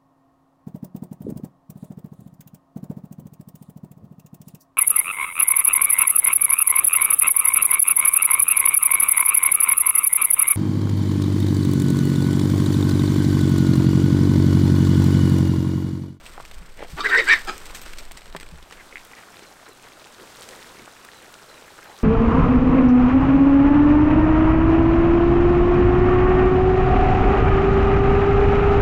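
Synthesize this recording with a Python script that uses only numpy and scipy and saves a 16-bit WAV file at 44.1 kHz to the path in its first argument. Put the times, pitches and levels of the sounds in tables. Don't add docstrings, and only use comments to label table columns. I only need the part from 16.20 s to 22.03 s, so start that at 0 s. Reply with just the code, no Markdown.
import sys
import numpy as np
from scipy import signal
from scipy.fft import rfft, irfft
from scipy.io import wavfile
from scipy.ndimage import uniform_filter1d

SR = 44100
rng = np.random.default_rng(int(sys.argv[2]) if len(sys.argv) > 2 else 0)


def dump(signal):
    limited = np.clip(np.atleast_2d(signal).T, -1, 1)
    pcm = np.round(limited * 32767).astype(np.int16)
    wavfile.write(sys.argv[1], SR, pcm)


N = 257103
TIME = np.arange(N) / SR

# f/Hz, level/dB
FIBRE_EQ = [(50, -30), (200, -3), (1000, -6.5), (2000, 2.5), (4000, 1.5), (5500, -1), (6800, -4.5),
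            (8400, 1.5), (9700, -11.5), (11000, -11), (13000, -8), (16000, -15.5)]


def squeal():
    # f/Hz, width/Hz, level/dB
    rasp_formants = [(3085, 140, -5.5), (3780, 300, 3), (4550, 240, -1.5), (5100, 700, -3.8),
                     (5730, 670, -11.5), (7700, 1100, -9.5)]
    moan_top_hz, moan_hz_per_db = 474, 7
    effort, snout_level, rasp_level, whistle_hz, mouth_hz, rough = pushes()
    snout_db = 20 * np.log10(snout_level / snout_level.max())
    snout_hz = np.maximum(moan_top_hz + moan_hz_per_db * snout_db, moan_top_hz / 2)
    rough = np.clip(rough, .05, .98)
    drive = folds(np.full(N, 255.), jitter=.2, rough=0.87 * rough)
    shaken_hz = whistle_hz * (1 + 0.0705 * rough * wander(306))
    whistle = unit(sine(shaken_hz) * amp(3.8 * wander(260)))
    mouth = unit(narrow(drive, mouth_hz, 390))
    mouth += amp(-1.5) * unit(narrow(drive, (whistle_hz + mouth_hz) / 2, 1600))
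    mouth += amp(-11) * unit(narrow(drive, 1180, 440))
    puffs = folds(np.full(N, 130.), jitter=0.27, rough=1.0)
    breath = amp(7) * rough ** 4 * unit(resonate(puffs, 1240, 2130))
    voice = steadied(crossfade(whistle, steadied(mouth), rough) + breath)
    moan = sine(snout_hz * (1 + .07 * wander(123.4)))
    snout = steadied(unit(narrow(drive, snout_hz, 250)) + moan)
    throat = np.zeros(N)
    for hz, width, db in rasp_formants:
        flutter = amp(db + 3.5 * wander(70))
        throat += flutter * unit(resonate(drive, hz * (1 + .022 * wander(35)), width))
    rasp = steadied(unit(throat) + amp(-6.5) * sine(2 * shaken_hz))
    return effort * voice + snout_level * snout + rasp_level * rasp


def pushes():
    # t at full force/s, attack/s, hold/s, level/dB, whistle f/Hz,
    # scoop from below/Hz, mouth f/Hz, roughness/0-1, snout level/dB, rasp level/dB
    push_cues = [(0.791, 0.026, 0.009, -30, 1230, 30, 900, 0.92, -38, -52),
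                 (0.811, 0.012, 0.001, -22.8, 1185, 20, 1370, 0.06, -41, -29),
                 (0.864, 0.030, 0.005, -16.3, 2040, 490, 1700, 0.46, -32, -37),
                 (0.900, 0.020, 0.004, -28.5, 2040, 20, 1270, 0.88, -36, -33),
                 (0.951, 0.056, 0.013, -12.5, 1865, 25, 1610, 0.35, -34, -40),
                 (0.985, 0.024, 0.020, -15, 1905, 40, 2130, 0.43, -25.5, -28.5),
                 (1.111, 0.044, 0.029, -10.2, 1850, 285, 2240, 0.32, -37.5, -25.5)]
    scoop_lead_s, scoop_s, sag_hz_per_s = 0.01, 0.0045, 1900
    mouth_octaves_per_db, slack_rough = 0.011, 0.93
    columns = np.transpose(push_cues)[:, :, None]
    s, attack, hold, db, top_hz, scoop_hz, open_hz, top_rough, snout_db, rasp_db = columns
    force = swell(s, attack, hold)
    scoop = (1 - np.tanh((TIME - s + scoop_lead_s) / (2 * scoop_s))) / 2
    whistle_hz = top_hz - scoop_hz * scoop - np.clip(sag_hz_per_s * (TIME - s), 0, top_hz / 2)
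    mouth_hz = open_hz * 2 ** (mouth_octaves_per_db * force)
    rough = slack_rough + (top_rough - slack_rough) * amp(0.3 * force)
    voice, snout, rasp = amp(db + force), amp(snout_db + 0.72 * force), amp(rasp_db + 0.8 * force)
    levels = [np.linalg.norm(gain, axis=0) for gain in (voice, snout, rasp)]
    timbre = [np.average(each, axis=0, weights=voice ** 2) for each in (whistle_hz, mouth_hz, rough)]
    return levels + timbre


def swell(s, attack, hold):
    drop_db, drop_s, tail_db_per_s = 7, 0.004, 380
    before, after = np.maximum(s - TIME, 0), np.maximum(TIME - s - hold, 0)
    release_db = drop_db * (1 - np.exp(-after / drop_s)) + tail_db_per_s * after
    return np.maximum(-20 * (before / attack) ** 2 - release_db, -300)


def folds(hz, jitter, rough):
    size = len(hz)
    turns = np.cumsum(hz * np.exp(jitter * wander(300, size))) / SR
    slaps = np.diff(np.floor(turns), prepend=0) * amp(1.9 * wander(200, size))
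    puffs = (.2 + np.exp(-(turns % 1) / 0.49)) * rng.standard_normal(size)
    return crossfade(unit(slaps), unit(puffs), rough)


def bark():
    # t at full force/s, attack/s, hold/s, level/dB, whistle f/Hz, roughness/0-1
    bark_cue = (1.287, 0.019, 0.011, -24.8, 1300, 0.64)
    # f/Hz, width/Hz, level/dB
    formants = [(355, 110, 0), (820, 200, -1.5), (1330, 340, -3), (1600, 250, 0), (2454, 240, -2.5),
                (3200, 640, -5.5), (4150, 410, -9), (5030, 520, -6), (6500, 2300, -11)]
    s, attack, hold, db, hz, rough = bark_cue
    drive = folds(np.full(N, 170.), jitter=0.27, rough=0.85)
    throat = sum(amp(level) * unit(resonate(drive, f, width)) for f, width, level in formants)
    whistle = unit(sine(hz * (1 + 0.032 * wander(240))) * amp(3.6 * wander(200)))
    force = swell(s, attack, hold) * np.where(TIME > s, 0.76, 1)
    return amp(db + force) * crossfade(whistle, steadied(throat, size=350), rough)


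def knocks():
    # t/s, peak level/dB, ring f/Hz
    hits = [(0.063, -30, 2770), (0.179, -23.5, 820), (0.201, -24.5, 980), (0.627, -21.5, 620),
            (2.1495, -20.5, 710), (2.726, -32, 2220), (2.7568, -21.5, 2130), (2.7705, -25.5, 2200),
            (2.7795, -31, 2240), (2.934, -30, 2000), (4.677, -29.5, 860), (4.68, -34, 1600),
            (4.849, -30.5, 1288), (4.888, -31, 1880), (5.589, -30.5, 1430)]
    ring_t60_s = 0.025
    out, t = np.zeros(N), np.arange(4096) / SR
    for s, db, hz in hits:
        crumble = 0.055 * rng.standard_normal(len(t)) * amp(-60 * t / (1.45 * ring_t60_s))
        crack = resonate((t == 0) + crumble, hz, 810)
        ring = np.sin(2 * np.pi * hz * t) * amp(-60 * t / ring_t60_s) * (1 - np.exp(-t * hz))
        sound = crack / abs(crack).max() + 0.4 * ring
        add(out, s, amp(db) * sound / abs(sound).max())
    return out


def snaps():
    # t/s, peak level/dB, time to fall 30 dB/s, tilt/(dB per octave)
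    hits = [(0.065, -30.5, .06, 0), (0.252, -26.5, .005, -4.5), (0.313, -31.5, .018, -2),
            (0.344, -32, .008, 2), (1.380, -26, .006, 6), (1.457, -26.5, .01, 0), (1.548, -25, .07, 1),
            (1.616, -26.5, .06, 6), (1.662, -24, .06, -4.5), (1.735, -26, .008, -4.5), (1.785, -22, .04, 0),
            (1.912, -27.5, .007, -5), (1.918, -27, .014, 2), (1.973, -26.5, .04, -0.5),
            (2.164, -22.5, .016, -3), (2.2, -24, .007, -1.5), (2.209, -29.5, .03, -2),
            (2.231, -29, .004, -5), (2.289, -32, .01, -3), (2.510, -29, .012, -6), (2.524, -29, .03, -4.5),
            (2.850, -31.5, .009, 6), (3.193, -30, .012, -4), (4.227, -29.5, .04, 1), (4.289, -25, .008, 0),
            (4.849, -32.5, .012, 4)]
    start_s, end_s, grit_per_s = 1.35, 2.45, 22
    chances = rng.random((round((end_s - start_s) * grit_per_s), 2))
    grit = [(start_s + (k + late) / grit_per_s, -35.5 + 5 * (size - .5), 0.016, -4)
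            for k, (late, size) in enumerate(chances)]
    out, t = np.zeros(N), np.arange(-512, 7680) / SR
    strain, tick = 0.26 * np.exp(-abs(t) / 0.0017), 0.96 * np.exp(-abs(t) / 0.00078)
    for s, db, length, tilt_db in hits + grit:
        burst = rng.standard_normal(len(t)) * amp(3 * rng.standard_normal(len(t)))
        envelope = np.where(t < 0, strain, amp(-30 * abs(t) / length) + tick)
        ring_eq = np.column_stack([np.geomspace(800, 16000, 14), 2.5 * rng.standard_normal(14)])
        sound = colour(colour(burst * envelope, FIBRE_EQ, tilt_db), ring_eq)
        add(out, s + t[0], amp(db) * sound / abs(sound).max())
    return out


def grunts():
    # t/s, length/s, level/dB, throat f/Hz, breath re throat/dB
    grunt_cues = [(0.565, 0.11, -38, 620, -3.5), (3.21, 0.051, -46.5, 353, -1.5),
                  (3.476, 0.03, -44.5, 420, -18.5), (3.982, 0.054, -48, 370, -14),
                  (4.19, 0.26, -49, 497, -9), (4.565, 0.11, -48, 256, -5.5),
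                  (5.003, 0.062, -48.5, 473, -0.5), (5.63, 0.14, -48, 830, -12)]
    out = np.zeros(N)
    for s, length, db, hz, breath_db in grunt_cues:
        size = int(length * SR)
        drive = folds(np.full(size, 75.), jitter=0.13, rough=1.0)
        throat = unit(resonate(drive, hz, width=hz * (0.51 + 1.2 * amp(breath_db))))
        breath = amp(breath_db) * unit(resonate(drive, 1730, 1500))
        add(out, s, amp(db) * unit(throat + breath) * np.hanning(size) ** 0.62)
    return out


def rooting():
    # t/s, length/s, level/dB, centre f/Hz
    scrapes = [(0.44, 0.034, -52.5, 1680), (2.56, 0.09, -47.5, 1970), (2.951, 0.076, -45.5, 1950),
               (3.1, 0.1, -55, 2190), (3.45, 0.05, -46.5, 1380), (3.621, 0.086, -48.5, 1650),
               (4.572, 0.048, -50, 2100), (5.58, 0.14, -49, 1470)]
    out = np.zeros(N)
    for s, length, db, hz in scrapes:
        size = int(length * SR)
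        grit = rng.standard_normal(size) * amp(5 * wander(130, size))
        add(out, s, amp(db) * unit(resonate(grit, hz, 1160)) * np.hanning(size) ** 0.97)
    return out


def herd():
    # t/s, level/dB
    activity = [(0.0, -49.7), (0.5, -53.3), (1.5, -46.5), (1.85, -52), (2.47, -52.3), (2.55, -50.3),
                (3.1, -50.2), (3.45, -51), (3.95, -49.4), (4.32, -46.3), (4.7, -49.7), (5.83, -49.7)]
    # f/Hz, level/dB
    wash_eq = [(40, -4.5), (120, -3), (250, -1), (450, -0.5), (900, -1.5), (1400, -0.5), (2200, -7),
               (3200, -12), (6000, -25.5), (16000, -36)]
    # f/Hz, level/dB
    straw_eq = [(500, -29), (2000, -6.5), (3500, -0.3), (5000, -1.9), (6800, -3), (8500, -2.8), (9800, -8),
                (13000, -10.3), (16000, -14.5)]
    busy_db = curve(activity)
    wash = unit(colour(rng.standard_normal(N), wash_eq))
    smacks = patter(per_s=14, pitches_hz=np.geomspace(380, 2400, 8), width_share=0.37)
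    shuffle = amp(busy_db) * (amp(-0.5) * wash + amp(-5.3) * smacks)
    hiss = rng.standard_normal(N)
    ticks = patter(per_s=30, pitches_hz=np.geomspace(2600, 12000, 5), width_share=0.56)
    stalks = hiss + 0.38 * ticks * amp(3.2 * wander(38))
    straw_db = -53.3 + 1.35 * (busy_db - np.median(busy_db))
    straw = unit(colour(stalks, straw_eq)) * amp(straw_db) * np.interp(TIME, [2.1, 2.5], [.3, 1])
    return (shuffle + straw) * amp(0.8 * wander(24))


def patter(per_s, pitches_hz, width_share):
    out = np.zeros(N)
    for hz in pitches_hz:
        ticks = (rng.random(N) < per_s / SR) * rng.uniform(-1.24, 1, N)
        out += unit(resonate(ticks, hz, width_share * hz))
    return unit(out)


def bumps():
    # t/s, level/dB, ring f/Hz, t60/s
    thuds = [(0.36, -30.5, 45.4, 0.27), (0.41, -37, 168, 0.12), (0.727, -25.5, 59.6, 0.15),
             (0.732, -24.5, 156, .07), (2.15, -32, 160, 0.116), (2.149, -25, 400, 0.05),
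             (2.321, -32, 163.3, .12), (2.325, -35.5, 68, 0.27)]
    out, t = np.zeros(N), np.arange(SR // 3) / SR
    attack = 1 - np.exp(-t / 0.0062)
    for s, db, hz, t60 in thuds:
        add(out, s, amp(db - 60 * t / t60) * np.sin(2 * np.pi * hz * t) * attack)
    return out


def handling():
    # t/s, level/dB
    rubbing = [(0.0, -50.5), (0.55, -56.5), (0.93, -41.5), (1.68, -47.5), (1.92, -55), (2.4, -51),
               (2.5, -63.5)]
    # f/Hz, level/dB
    rumble_eq = [(3, -45.5), (12, 5.5), (24, -9.5), (38, -11.5), (70, -22), (110, -29.5), (200, -29.5),
                 (500, -81.5)]
    swing_db, rest_db, swing_end_s, settle_db_per_s = -40.3, -70, 2.33, 36
    slips = (rng.standard_normal(N) + 1.1 * crackle(per_s=1300, spread_db=3.4)) * amp(2.6 * wander(55))
    cloth = unit(colour(slips, FIBRE_EQ)) * amp(curve(rubbing)) * np.interp(TIME, [2.0, 2.6], [1, 0])
    rumble_db = np.maximum(swing_db - settle_db_per_s * np.maximum(TIME - swing_end_s, 0), rest_db)
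    return cloth + unit(colour(rng.standard_normal(N), rumble_eq)) * amp(rumble_db)


def crackle(per_s, spread_db):
    clicks = (rng.random(N) < per_s / SR) * rng.standard_normal(N)
    return unit(clicks * amp(spread_db * np.minimum(rng.exponential(1, N), 3.5)))


def chirps():
    # t/s, notes, note spacing/s, level/dB
    phrases = [(3.2, 2, 0.058, -53), (3.449, 2, 0.058, -52), (4.912, 3, 0.029, -52),
               (5.277, 4, 0.028, -52.5), (5.663, 2, 0.06, -55)]
    top_hz, step_hz, note_s, fall_hz_per_s = 4290, 75, 0.036, 12000
    out, t = np.zeros(N), np.arange(int(note_s * SR)) / SR
    for s, notes, gap, db in phrases:
        for k in range(round(notes)):
            start_hz = top_hz - k * step_hz + 55 * rng.standard_normal()
            slur_hz = start_hz - fall_hz_per_s * t + 25 * wander(150, len(t))
            add(out, s + k * gap, amp(db) * sine(slur_hz) * np.hanning(len(t)))
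    return out


def clearing(x, wet_db, t60):
    t = np.arange(SR) / SR
    taps = (rng.random(SR) < 2000 / SR) * rng.choice([-1., 1.], SR)
    decay = amp(-60 * t / t60) * (t > .012)
    tail = signal.lfilter(*signal.butter(1, 4500, fs=SR), taps * decay)
    return x + amp(wet_db) * signal.fftconvolve(x, tail / np.linalg.norm(tail))[:N]


def amp(db):
    return 10 ** (np.asarray(db) / 20)


def unit(x):
    return x / np.sqrt(np.mean(x ** 2) + 1e-20)


def curve(rows):
    return np.interp(TIME, *np.transpose(rows))


def add(mix, s, sound):
    part = mix[max(round(s * SR), 0):][:len(sound)]
    part += sound[:len(part)]


def sine(hz):
    return np.sin(2 * np.pi * np.cumsum(hz) / SR)


def crossfade(a, b, share):
    return np.sqrt(1 - share) * a + np.sqrt(share) * b


def colour(x, eq, tilt_db=0):
    octave = np.log2(np.fft.rfftfreq(len(x), 1 / SR) + 1)
    hz, db = np.transpose(eq)
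    gain_db = np.interp(octave, np.log2(hz), db) + tilt_db * np.clip(octave - 10, 0, None)
    return irfft(rfft(x) * amp(gain_db), len(x))


def wander(rate_hz, size=N):
    hz = np.fft.rfftfreq(size, 1 / SR)
    return unit(irfft(rfft(rng.standard_normal(size)) * np.exp(-(hz / rate_hz) ** 2), size))


def resonate(x, hz, width):
    turn = np.exp(2j * np.pi * np.cumsum(hz * np.ones(len(x))) / SR)
    r = np.exp(-np.pi * width / SR)
    return 2 * (turn * signal.lfilter([(1 - r) ** 2], [1, -2 * r, r * r], x / turn)).real


def narrow(x, hz, width):
    return resonate(resonate(x, hz, width), hz, width)


def steadied(x, size=500):
    return x / np.sqrt(abs(uniform_filter1d(x ** 2, size)) + 1e-12)


def scene():
    hogs = clearing(squeal() + bark() + grunts() + knocks() + rooting(), wet_db=-27, t60=0.32)
    bird = clearing(chirps(), wet_db=-22, t60=0.3)
    return (hogs + bird + herd() + snaps() + bumps() + handling())[None]


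def record(dry):
    rounded = 1.3 * np.tanh(dry / 1.3)
    lowpass = signal.firwin(2047, cutoff=15850, window=("kaiser", 9), fs=SR)
    return signal.oaconvolve(rounded, lowpass[None], "same")


dry = scene()
out = record(dry)
dump(out)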